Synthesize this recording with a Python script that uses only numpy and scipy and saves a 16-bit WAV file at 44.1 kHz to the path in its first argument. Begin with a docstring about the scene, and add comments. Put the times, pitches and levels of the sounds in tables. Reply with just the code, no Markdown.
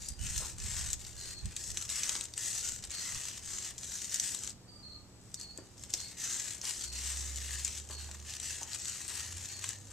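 """A hand wire brush is scrubbed in the rusty bore of an engine flywheel, close by in a garage.
Random slips of bristle tips make its hiss and rasp; ringing noise bursts are single wires snapping free,
and duller ones are the handle knocking. Behind it, sine waves make a faint hum, a bird's whistles and
a distant engine climbing in pitch. Shaped noise makes the room air and the puffs at the microphone."""
import sys
import numpy as np
from scipy import signal
from scipy.fft import rfft, irfft, next_fast_len
from scipy.io import wavfile
from scipy.ndimage import uniform_filter1d, map_coordinates

SR = 44100
rng = np.random.default_rng(int(sys.argv[2]) if len(sys.argv) > 2 else 0)


def bounce(signal):
    """Save signal as a 16-bit WAV file at the path given by the first command-line argument."""
    frames = np.transpose(np.atleast_2d(signal))
    limited = np.clip(frames, -1, 1)
    pcm = np.round(limited * 32767).astype(np.int16)
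    wavfile.write(sys.argv[1], SR, pcm)


N = 437472

# All levels in the tables are set before the room and the microphone act on the sound.
# Strokes of the brush: start_s, length_s, hiss_db of the tips (before a small trim),
# lean_db (end of the stroke over its start), rasp_db (rust over hiss, before a small trim)
STROKES = [(-0.036, 0.15, -49.5, 2, -13.5), (0.185, 0.35, -42.0, -0.5, -10.5), (0.577, 0.37, -42, 0, -7.5),
           (0.975, 0.16, -50.5, 3, -10.5), (1.141, 0.199, -47.0, 4.5, -8.5), (1.336, 0.3, -60.0, 7, -2),
           (1.546, 0.19, -44, -1, -17), (1.732, 0.142, -44.5, -3, -10.5), (1.877, 0.39, -40, -5.5, -8.0),
           (2.355, 0.435, -40.0, -3.5, -11), (2.822, 0.029, -48, 1.5, -3.5), (2.893, 0.51, -42.5, -7.5, -6),
           (3.407, 0.19, -45.0, 14, -8.0), (3.597, 0.13, -44, -8.0, -6.5), (3.769, 0.35, -44.0, 6.0, -11),
           (4.088, 0.31, -39, -5.5, -10.5), (4.372, 0.14, -47.5, 1.0, -7.5), (5.378, 0.064, -52.5, 11, -8),
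           (5.792, 0.06, -55, 0.0, -16.0), (5.896, 0.27, -49.5, -4, -9), (6.169, 0.438, -42.0, -7.5, -8.5),
           (6.618, 0.29, -42.0, -11, -9.0), (6.914, 0.48, -42, -7.5, -7.5), (7.362, 0.47, -43.5, -5.5, -7),
           (7.888, 0.067, -48, -3.5, -5.5), (7.964, 0.245, -52.5, -8.5, -4.5),
           (8.237, 0.153, -47.5, 3.5, -4.5), (8.394, 0.24, -43.5, -3.0, -8.5), (8.645, 0.12, -47, 11, -5),
           (8.758, 0.32, -45.0, 3.5, -8.5), (9.07, 0.34, -44.5, -10.5, -7), (9.358, 0.246, -46.5, 2, -7.5),
           (9.606, 0.17, -46.5, -9.5, -5), (9.86, 0.22, -57.5, 2.0, -4.5)]
# Light touch between strokes, when the bristles rustle in the bore: start_s, end_s, hiss_db
LIGHT_TOUCH = [(0, 4.5, -60), (5.2, 5.78, -65), (5.78, 9.92, -59)]
# Tone colour of the hissing bristle tips: pitch_hz, level_db (per Hz)
TIP_COLOUR = [(1500, -48), (3500, -15), (5000, -8), (6200, -1.5), (7300, -1), (8100, -2), (9000, -10.5),
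              (10500, -17.5), (12000, -23), (14000, -19.5)]
# Tone colour of the rasping rust: pitch_hz, level_db (per Hz)
RASP_COLOUR = [(200, -35), (600, -14.5), (900, -9.5), (1350, -5.5), (1820, 2.5), (2300, -3), (2700, 1.3),
               (3300, -1.5), (4200, -1), (5500, -9), (9000, -30)]
# Stereo spread of the brush: pitch_hz, side_minus_mid_db
BRUSH_WIDTH = [(600, -22), (2400, -62), (3300, -28), (4400, -9.5), (6500, -12), (14000, -7)]
# Loudest wires snapping free: time_s, peak_db (approximate), ring_hz, crunch_db (rust relative to the tick)
SNAPS = [(.0872, -23, 8150, -30), (.3785, -19.5, 6160, -12.5), (.9032, -24.5, 7500, -15),
         (.9309, -16, 7040, -14.5), (1.4568, -29.5, 7800, -9), (1.5648, -22.5, 7550, -6.5),
         (1.7722, -20, 7400, -5), (1.8238, -25.5, 7370, -5), (1.901, -22.5, 7500, -10.5),
         (2.0337, -17, 5900, -11), (2.0932, -14.5, 6480, -8.5), (2.153, -23.5, 5110, -3),
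         (2.1635, -26, 6080, -5), (2.21, -22, 7700, -6.5), (2.3376, -29.5, 4230, -8),
         (2.378, -20.5, 8600, -11), (2.839, -32, 4090, -7), (2.9053, -27.5, 7000, -10.5),
         (3.1467, -25, 5980, -19), (4.1425, -16.5, 6800, -24), (4.159, -22, 6190, -13.5),
         (4.1986, -14, 6400, -18), (4.348, -20.5, 7560, -10.5), (4.4358, -25, 7030, -10),
         (4.4752, -24, 6610, -9), (5.343, -23.5, 6200, -19), (5.4124, -29, 4550, -21),
         (5.5756, -30, 7400, -21), (5.8371, -29.5, 8020, -7.5), (5.938, -13, 5470, -14),
         (6.002, -26.5, 6330, -10), (6.615, -25.5, 6080, -15.5), (6.653, -23, 4930, -13.5),
         (7.648, -15.5, 7140, -24), (8.338, -29.5, 5550, -5.5), (8.3995, -25, 7640, -11),
         (8.6308, -23, 6300, -19), (8.7321, -27, 4800, -7), (8.747, -23.5, 7920, -7),
         (8.8555, -26, 6830, -5.5), (8.8965, -25.5, 7910, -11.5), (9.642, -23, 8170, -4),
         (9.6903, -19.5, 7740, -19)]
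# Tone colour of a snapping wire before its ring: pitch_hz, level_db (per Hz)
WIRE_COLOUR = [(1000, -32.5), (3000, -10.5), (4500, -2), (6300, 2), (8000, 2), (9500, -6.5), (14000, -14.5)]
# Tone colour of the crunching rust: pitch_hz, level_db (per Hz)
CRUNCH_COLOUR = [(300, -22), (1000, -9), (1900, -5.5), (3200, 2.5), (4200, 5.5), (7000, -27)]
# Knocks of the handle: time_s, peak_db, pitch_hz (the pitch boosted most)
KNOCKS = [(.402, -43.5, 400), (.419, -40, 955), (2.032, -48, 1150), (2.091, -45, 1100), (2.152, -43, 1150),
          (4.413, -55, 380), (5.584, -38.5, 400), (5.937, -45, 550), (6.636, -47, 1050),
          (7.898, -43.5, 845), (8.089, -48, 750), (8.613, -41, 949), (9.103, -45, 900)]
# Ways the handle vibrates: pitch_hz, width_hz, level_db
HANDLE_MODES = [(333, 94, 2), (630, 400, -3.5), (980, 380, -1.5), (1690, 1060, -8.5)]
# Bird whistles: start_s, length_s, pitch_hz, level_db (before the bird is mixed in lower), trill_depth_hz
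WHISTLES = [(0.044, 0.11, 4780, -57, 30), (.183, 0.097, 2970, -55, 50), (1.167, .24, 4305, -51, 110),
            (2.918, 0.094, 4360, -45, 110), (4.62, 0.3, 8500, -71, 40), (4.65, .42, 1222, -74, 35),
            (4.674, 0.13, 4670, -57, 50), (4.825, .15, 4320, -51.5, 130), (4.98, .3, 7950, -70, 50),
            (5.367, .16, 4380, -51, 110), (5.517, .092, 4650, -58, 60), (5.977, .1, 4380, -49, 100),
            (6.804, 0.18, 4410, -49, 110), (7.903, 0.14, 4370, -52.5, 110), (8.8, .14, 4400, -53, 110),
            (9.48, .12, 4410, -52, 110)]
# Distant engine: time_s, firing_rate_hz, level_db (both waver around these)
ENGINE = [(6.8, 62, -62), (6.95, 67.3, -42), (7.55, 69.9, -41), (7.75, 72.8, -49), (8.05, 74.2, -44.5),
          (8.35, 75.5, -53), (9.1, 78.1, -59.5), (9.37, 88, -44), (9.5, 92.9, -54.5), (9.92, 101, -49)]
# Quiet air of the garage: pitch_hz, level_db (per Hz)
AIR_COLOUR = [(25, -15.5), (55, -3), (115, -3), (150, -10), (260, -11.5), (370, -14.5), (520, -17.5),
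              (1500, -27), (3500, -32.5), (6000, -29.5), (7900, -27), (10000, -45), (14000, -50)]
# Stereo spread of the air: pitch_hz, side_minus_mid_db
AIR_WIDTH = [(60, -8), (200, -11), (700, -7), (2400, -3.5), (4400, 5.5), (8000, -4)]
# Steady tones of the hum: pitch_hz, level_db (wavers), swell_db (extra at the top of the swell)
HUM = [(69.1, -62.5, -1.5), (107.7, -66.5, 3), (123.8, -67, 0), (187.1, -71, 8.5), (226, -78.5, 7),
       (278.6, -76.5, 6.5), (360, -73, -1.5), (806, -78, -4)]
# Puffs of air on the microphone: start_s, length_s, level_db (at the strongest moment)
PUFFS = [(0.099, 0.037, -46), (0.173, 0.12, -41.5), (0.275, 0.19, -47.5), (0.515, 0.47, -48),
         (1.417, .1, -39.5), (1.63, .18, -57), (2.58, 0.38, -62), (3.124, 0.066, -52), (3.43, .17, -58)]
# Stir of air under the puffs, dying away: time_s, level_db
DRAUGHT = [(0, -57), (1.3, -58), (2.4, -65.5), (3.7, -72), (4.5, -90)]
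# Tone colour of puffs and draught: pitch_hz, level_db (per Hz)
PUFF_COLOUR = [(15, -4), (40, 4), (75, 5), (120, -1.5), (200, -11), (320, -33.5), (800, -79)]
# Stereo spread of puffs and draught: pitch_hz, side_minus_mid_db
PUFF_WIDTH = [(30, 2), (150, -3.5)]
# Fading of the garage's echo: pitch_hz, time_s (to fall by 60 dB)
GARAGE_FADE = [(150, 0.47), (1000, 0.27), (5000, 0.29), (14000, 0.14)]
# Loudness of the two microphone ports: pitch_hz, left_minus_right_db
PORT_BALANCE = [(40, -8.5), (110, -2.5), (220, .5), (1200, 0.5), (2800, -0.4), (4400, 0), (5300, -1),
                (6300, -3.5), (7000, 7.5), (7900, 15), (9200, 11.5), (10500, 10.5), (14000, 20.5)]
# Timing of the two ports: pitch_hz, left_lead_radians
PORT_LEAD = [(500, 0.75), (2800, -0.23), (4130, -0.15), (5170, -0.25), (6980, 0.67), (8010, -0.74),
             (8870, -1), (13100, -1.5), (14200, -2)]

ARCH = 0.39  # loudness grows as this power of the hand's speed
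CONTACT_RASP_DB = -8  # rasp over hiss under the light touch
RELEASE_S = 0.0061  # the tufts settle after the hand
USUAL_STROKE_DB = -45
UNEVEN_DB, UNEVEN_PER_S = 1.0, 22  # the grip wavers as the brush crosses patches of rust
SNAP_CREST_DB = 22  # how far the peak of a snap stands above its mean level
FLIPS_PER_TURN, FLIP_SCATTER_S = 1.2, .05  # weaker wires, flipping over near the ends of strokes
FLIP_DB, FLIP_FOLLOWS = -33, 0.64  # typical peak in a usual stroke; dB gained per dB of stroke
TRILL_PER_S = 85  # usual trill rate; each whistle strays a little
AIR_DB = -58
TOP_HZ = 14300  # nothing is kept above this


def effort():
    """Hiss and rasp levels in dB: strokes swell and fade with the hand's speed, over a light resting touch."""
    t = np.arange(N) / SR
    hiss = sum(amp(db) ** 2 * ((t >= start) & (t < end)) for start, end, db in LIGHT_TOUCH)
    rasp = hiss * amp(CONTACT_RASP_DB) ** 2
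    for start, length, db, lean_db, rasp_db in STROKES:
        progress, speed = swing(start, length)
        on = speed > 0
        power = (amp(db + lean_db * progress[on]) * speed[on] ** ARCH) ** 2
        hiss[on] += power
        rasp[on] += power * amp(rasp_db) ** 2
    keep = np.exp(-1 / (RELEASE_S * SR))
    powers = np.array([hiss, rasp]) + 1e-12
    return 10 * np.log10(signal.lfilter([1 - keep], [1, -keep], powers))


def swing(start, length):
    """Progress through a gesture, -.5 to .5, and its speed: a half sine, zero outside it."""
    progress = np.clip((np.arange(N) / SR - start) / length - .5, -.5, .5)
    return progress, np.abs(np.cos(np.pi * progress)) * (np.abs(progress) < .5)


def brush(tips_level, rasp_level, hiss_db, rasp_db, catch_db):
    """Tips slip over rust, more of them in harder strokes; being spread out, they reach each port differently."""
    force_db = np.clip(tips_level - USUAL_STROKE_DB, -15, 10)
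    rate = 11000 * amp(.6 * force_db)  # slips per second
    # under a light touch few tufts bear on the metal, so each catch stands out more
    surges = catches(110, spread_db=4.5, life=0.0022)
    tufts = amp(1.44 * wobble(300)) + amp(catch_db - 0.43 * force_db) * surges
    tufts /= np.sqrt(uniform_filter1d(tufts ** 2, size=SR // 8))
    tufts *= amp(UNEVEN_DB * wobble(UNEVEN_PER_S))

    def scrape():
        """Hiss of the tips plus rasp of the rust, both surging with the tufts."""
        hiss = unit(shifting(coloured(slips(rate, spread_db=3), TIP_COLOUR), depth_db=1.9))
        rasp = unit(shifting(coloured(slips(.6 * rate, spread_db=2.5), RASP_COLOUR), depth_db=1.78))
        return tufts * (amp(tips_level + hiss_db) * hiss + amp(rasp_level + rasp_db) * rasp)
    return widen(scrape(), scrape(), BRUSH_WIDTH)


def slips(rate, spread_db):
    """Bristle tips slipping at random moments: clicks of uneven size, scaled to rms 1."""
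    happens = rng.random(N) < rate / SR
    size = amp(spread_db * np.clip(rng.standard_normal(N), -2.5, 2.5))
    direction = np.sign(rng.standard_normal(N))
    return unit(happens * size * direction / np.sqrt(rate))


def catches(rate, spread_db, life):
    """Whole tufts let go at random moments: sudden surges of strength that fade within milliseconds."""
    happens = rng.random(N) < rate / SR
    surge = happens * amp(spread_db * np.clip(rng.standard_normal(N), -2, 2))
    return signal.lfilter([1], [1, -np.exp(-1 / (life * SR))], surge)


def shifting(x, depth_db):
    """Resonances come and go as the tufts bend to new lengths."""
    z = signal.stft(x, nperseg=512)[2]
    field = rng.standard_normal(z.shape)
    for _ in range(2):  # smooth over pitch, then over time
        field = uniform_filter1d(field, size=4, axis=0)
        field = uniform_filter1d(field, size=22, axis=1)
    return signal.istft(z * amp(depth_db * unit(field)), nperseg=512)[1][:N]


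def pings(level, rate, top_hz, db):
    """Single bristles flick loose throughout, each ringing briefly: the longer the free wire, the lower."""
    count, t = int(rate * N / SR), np.arange(SR // 60) / SR
    start = rng.integers(0, N, count)
    length, size, life = np.clip(rng.standard_normal((count, 3)), -2.3, 2.3).T[:, :, None]
    fade_s = 0.0093 * np.exp(0.29 * life)  # time to fall by 60 dB
    hz = top_hz * np.exp(-.4 * np.abs(length))
    rings = amp(3.7 * size - 60 * t / fade_s) * np.sin(2 * np.pi * hz * t)
    places = start[:, None] + np.arange(len(t))
    track = np.bincount(places.ravel(), rings.ravel(), N)[:N]
    return amp(level + db) * unit(track)


def snaps(rows):
    """A wire drags to the rim, springs off with a tick and a crunch of rust, then rattles on its neighbours."""
    out, lead = np.zeros(N), SR // 200
    t = np.arange(-lead, SR // 25) / SR
    drag = amp(-24 + 2400 * t)
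    release = amp(-60 * t / 0.0063)
    rattle = amp(-16.0) * amp(-60 * t / 0.076)
    shape = np.where(t < 0, drag, release + rattle)
    for s, db, ring_hz, crunch_db in rows:
        wire = coloured(shape * rng.standard_normal(len(t)), WIRE_COLOUR)
        tick = filtered(wire, lambda f: 0.39 + resonance(f, ring_hz, 1100))
        crunch = coloured(shape * rng.standard_normal(len(t)), CRUNCH_COLOUR)
        snap = unit(tick) + amp(crunch_db) * unit(crunch)
        add(out, s - lead / SR, amp(db - SNAP_CREST_DB) * snap)
    return out


def lesser_snaps():
    """Rows like those of SNAPS, drawn at random just after a stroke starts or just before it ends."""
    turns = []
    for start, length, db, _, _ in STROKES:
        turns += [(start, 1, db), (start + length, -1, db)]
    count = int(FLIPS_PER_TURN * len(turns))
    s, inward, stroke_db = np.transpose(turns)[:, rng.integers(0, len(turns), count)]
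    late, size, ring, crunch = np.clip(rng.standard_normal((count, 4)), -2, 2).T
    time_s = s + inward * FLIP_SCATTER_S * np.abs(late)
    peak_db = FLIP_DB + FLIP_FOLLOWS * (stroke_db - USUAL_STROKE_DB) + 2.7 * size
    rows = zip(time_s, peak_db, 6800 * np.exp(0.15 * ring), -13.5 + 4 * crunch)
    return [row for row in rows if row[0] > 0]


def knocks():
    """The handle bumps the flywheel: a dull knock whose pitch depends on where it lands."""
    out, t = np.zeros(N), np.arange(SR // 3) / SR

    def body(f):
        """All the handle's vibrations together, with alternating signs."""
        return sum((-1) ** k * amp(db) * resonance(f, hz, width)
                   for k, (hz, width, db) in enumerate(HANDLE_MODES))
    for s, db, pitch_hz in KNOCKS:
        fade = amp(-60 * t / 0.026) + amp(-6.0) * amp(-60 * t / 0.35)
        blow = rng.standard_normal(len(t)) * fade
        knock = filtered(blow, lambda f: body(f) * (0.5 + resonance(f, pitch_hz, 320)))
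        add(out, s, amp(db) * knock / np.abs(knock).max())
    return out


def bird():
    """Level whistles, made of sines with a fast trill, each sliding up a little into its note."""
    out = np.zeros(N)
    for s, length, pitch_hz, db, trill_hz in WHISTLES:
        t = np.arange(int(length * SR)) / SR
        rate = TRILL_PER_S * (1 + 0.057 * rng.standard_normal())
        trill = np.sin(2 * np.pi * rate * t) + .6 * wobble(250)[:len(t)]
        hz = pitch_hz * (1 - 0.01 * np.exp(-t / 0.0193)) + trill_hz * trill
        swell = np.clip(np.minimum(t, length - t) / 0.0063, 0, 1)
        add(out, s, amp(db) * swell * np.sin(2 * np.pi * np.cumsum(hz) / SR))
    return out


def engine():
    """The walls let through little but a far engine's firing note: a wavering sine and a faint octave."""
    hz, db = curves(ENGINE)
    phase = 2 * np.pi * np.cumsum(hz * (1 + 0.0048 * wobble(12))) / SR
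    note = np.sin(phase) + amp(-31.5) * np.sin(2 * phase)
    return during(ENGINE) * amp(db + 0.52 * wobble(10)) * note


def background():
    """Noise for the room air, wavering sines for the hum, and low noise for puffs on the microphone."""
    air = amp(AIR_DB) * stereo_noise(AIR_COLOUR, AIR_WIDTH)
    tones = hum()
    flow = amp(curves(DRAUGHT)[0])
    flow = flow + sum(amp(db) * swing(s, length)[1] for s, length, db in PUFFS)
    puffs = flow * stereo_noise(PUFF_COLOUR, PUFF_WIDTH)
    return air + tones + puffs


def hum():
    """Sine tones that waver in level and phase; the level of each shifts for a moment midway."""
    t, total = np.arange(N) / SR, 0
    swell = np.exp(-((t - 4.7) / 1.2) ** 2)
    for hz, db, swell_db in HUM:
        level = amp(db + swell_db * swell + 2.5 * wobble(2.98))
        total = total + level * np.sin(2 * np.pi * hz * t + 1.06 * wobble(9))
    return total


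def stereo_noise(spectrum, width):
    """Coloured noise, partly unrelated between the ports."""
    mid, side = (unit(filtered(rng.standard_normal(N), lambda f: amp(along(spectrum, f)))) for _ in range(2))
    return widen(mid, side, width)


def widen(mid, side, width):
    """Left and right from two unrelated sounds, mixed by a table of pitch_hz, side_db."""
    side = filtered(side, lambda f: amp(along(width, f)))
    return np.array([mid + side, mid - side])


def room(x, wet_db, early_db):
    """Direct sound plus reflections, which keep changing as arms and brush move."""
    ports = np.array([[1], [-1]])
    out = filtered(x, lambda f: np.exp(.5j * along(PORT_LEAD, f) * ports))
    source, step = np.atleast_2d(x).mean(axis=0), SR // 8
    for start in range(0, N, step):  # a fresh set of reflections every eighth of a second
        piece = source[None, start:start + step]
        echo = signal.fftconvolve(piece, garage_answer(wet_db, early_db), axes=1)
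        for port, sound in zip(out, echo):
            add(port, start / SR, sound)
    return out


def garage_answer(wet_db, early_db):
    """One stereo echo made of fading noise: scatter from the engine block, then the garage's tail."""
    hz, t, z = signal.stft(rng.standard_normal((2, SR // 3)), SR, nperseg=256)
    fade = amp(-60 * t / along(GARAGE_FADE, hz)[:, None])
    tail = signal.istft(z * fade, SR, nperseg=256)[1]
    lag = np.arange(tail.shape[1]) / SR
    early = rng.standard_normal(tail.shape) * amp(-60 * lag / 0.023) * (lag > .001)
    answer = amp(wet_db) * tail / np.linalg.norm(tail[0])
    answer = answer + amp(early_db) * early / np.linalg.norm(early[0])

    # the ports lie close together, so only short waves differ much between them
    def turn(f):
        """Angle that shares the sound between mid and side."""
        return np.pi / 4 * np.clip(f / 3800, 0, 1.15)
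    mid, side = filtered(answer, lambda f: np.array([np.cos(turn(f)), np.sin(turn(f))]))
    return np.array([mid + side, mid - side])


def amp(db):
    """Decibels turned into a plain multiplier."""
    return 10 ** (np.asarray(db) / 20)


def unit(x):
    """x scaled to rms 1."""
    return x / np.sqrt(np.mean(x ** 2) + 1e-20)


def along(points, hz):
    """A table of pitch_hz, value read on a log pitch axis."""
    f, v = np.transpose(points)
    return np.interp(np.log(hz + 1), np.log(f + 1), v)


def curves(rows):
    """One value per sample for each column after the time."""
    s, *cols = np.transpose(rows)
    return [np.interp(np.arange(N) / SR, s, c) for c in cols]


def during(rows):
    """A soft gate, open over the time span of a table."""
    t = np.arange(N) / SR
    is_open = (t >= rows[0][0]) & (t <= rows[-1][0])
    return uniform_filter1d(1. * is_open, size=600)


def wobble(rate):
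    """A smooth random curve through this many random points a second."""
    knots = rng.standard_normal(int(N * rate / SR) + 4)
    return map_coordinates(knots, [np.arange(N) * rate / SR])


def filtered(x, response):
    """x with each frequency multiplied by a response, which may also shift its phase."""
    n = x.shape[-1]
    m = next_fast_len(n + 8192)
    return irfft(rfft(x, m) * response(np.fft.rfftfreq(m, 1 / SR)), m)[..., :n]


def coloured(x, points):
    """x through a filter with the given pitch_hz, level_db curve, which never sounds ahead of its input."""
    size = 4096
    cepstrum = irfft(np.log(amp(along(points, np.fft.rfftfreq(size, 1 / SR)))))
    # folding the cepstrum forward in time gives the minimum-phase filter
    cepstrum[1:size // 2] *= 2
    cepstrum[size // 2 + 1:] = 0
    return signal.fftconvolve(x, irfft(np.exp(rfft(cepstrum))))[:len(x)]


def resonance(f, centre, width):
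    """Response of one damped vibration."""
    return 1j * f * width / (centre ** 2 - f ** 2 + 1j * f * width)


def add(track, s, sound):
    """Mix a sound into a track at time s."""
    part = track[max(0, round(s * SR)):][:len(sound)]
    part += sound[:len(part)]


def scene():
    """Brush and handle close by, bird and engine outside, room air all round."""
    tips_level, rasp_level = effort()
    scrubbing = brush(tips_level, rasp_level, hiss_db=0.62, rasp_db=0.19, catch_db=-2.5)
    flicks = pings(tips_level, rate=260, top_hz=8520, db=-11.5)
    wires = snaps(SNAPS + lesser_snaps())
    near = room(scrubbing + flicks + wires + knocks(), wet_db=-12, early_db=-10)
    outside_bird = amp(-5) * room(bird(), wet_db=4, early_db=2)
    return near + outside_bird + engine() + background()


def record(dry):
    """The left port is much brighter than the right; both hiss faintly, and the highest treble is cut."""
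    def ports(f):
        """Gain of each port, keeping their average at 1."""
        gains = amp(along(PORT_BALANCE, f) * np.array([[.5], [-.5]]))
        return gains / gains.mean(axis=0)
    hiss = amp(-73.0) * rng.standard_normal((2, N))
    return filtered(filtered(dry, ports) + hiss, lambda f: f < TOP_HZ)


dry = scene()
out = record(dry)
bounce(out)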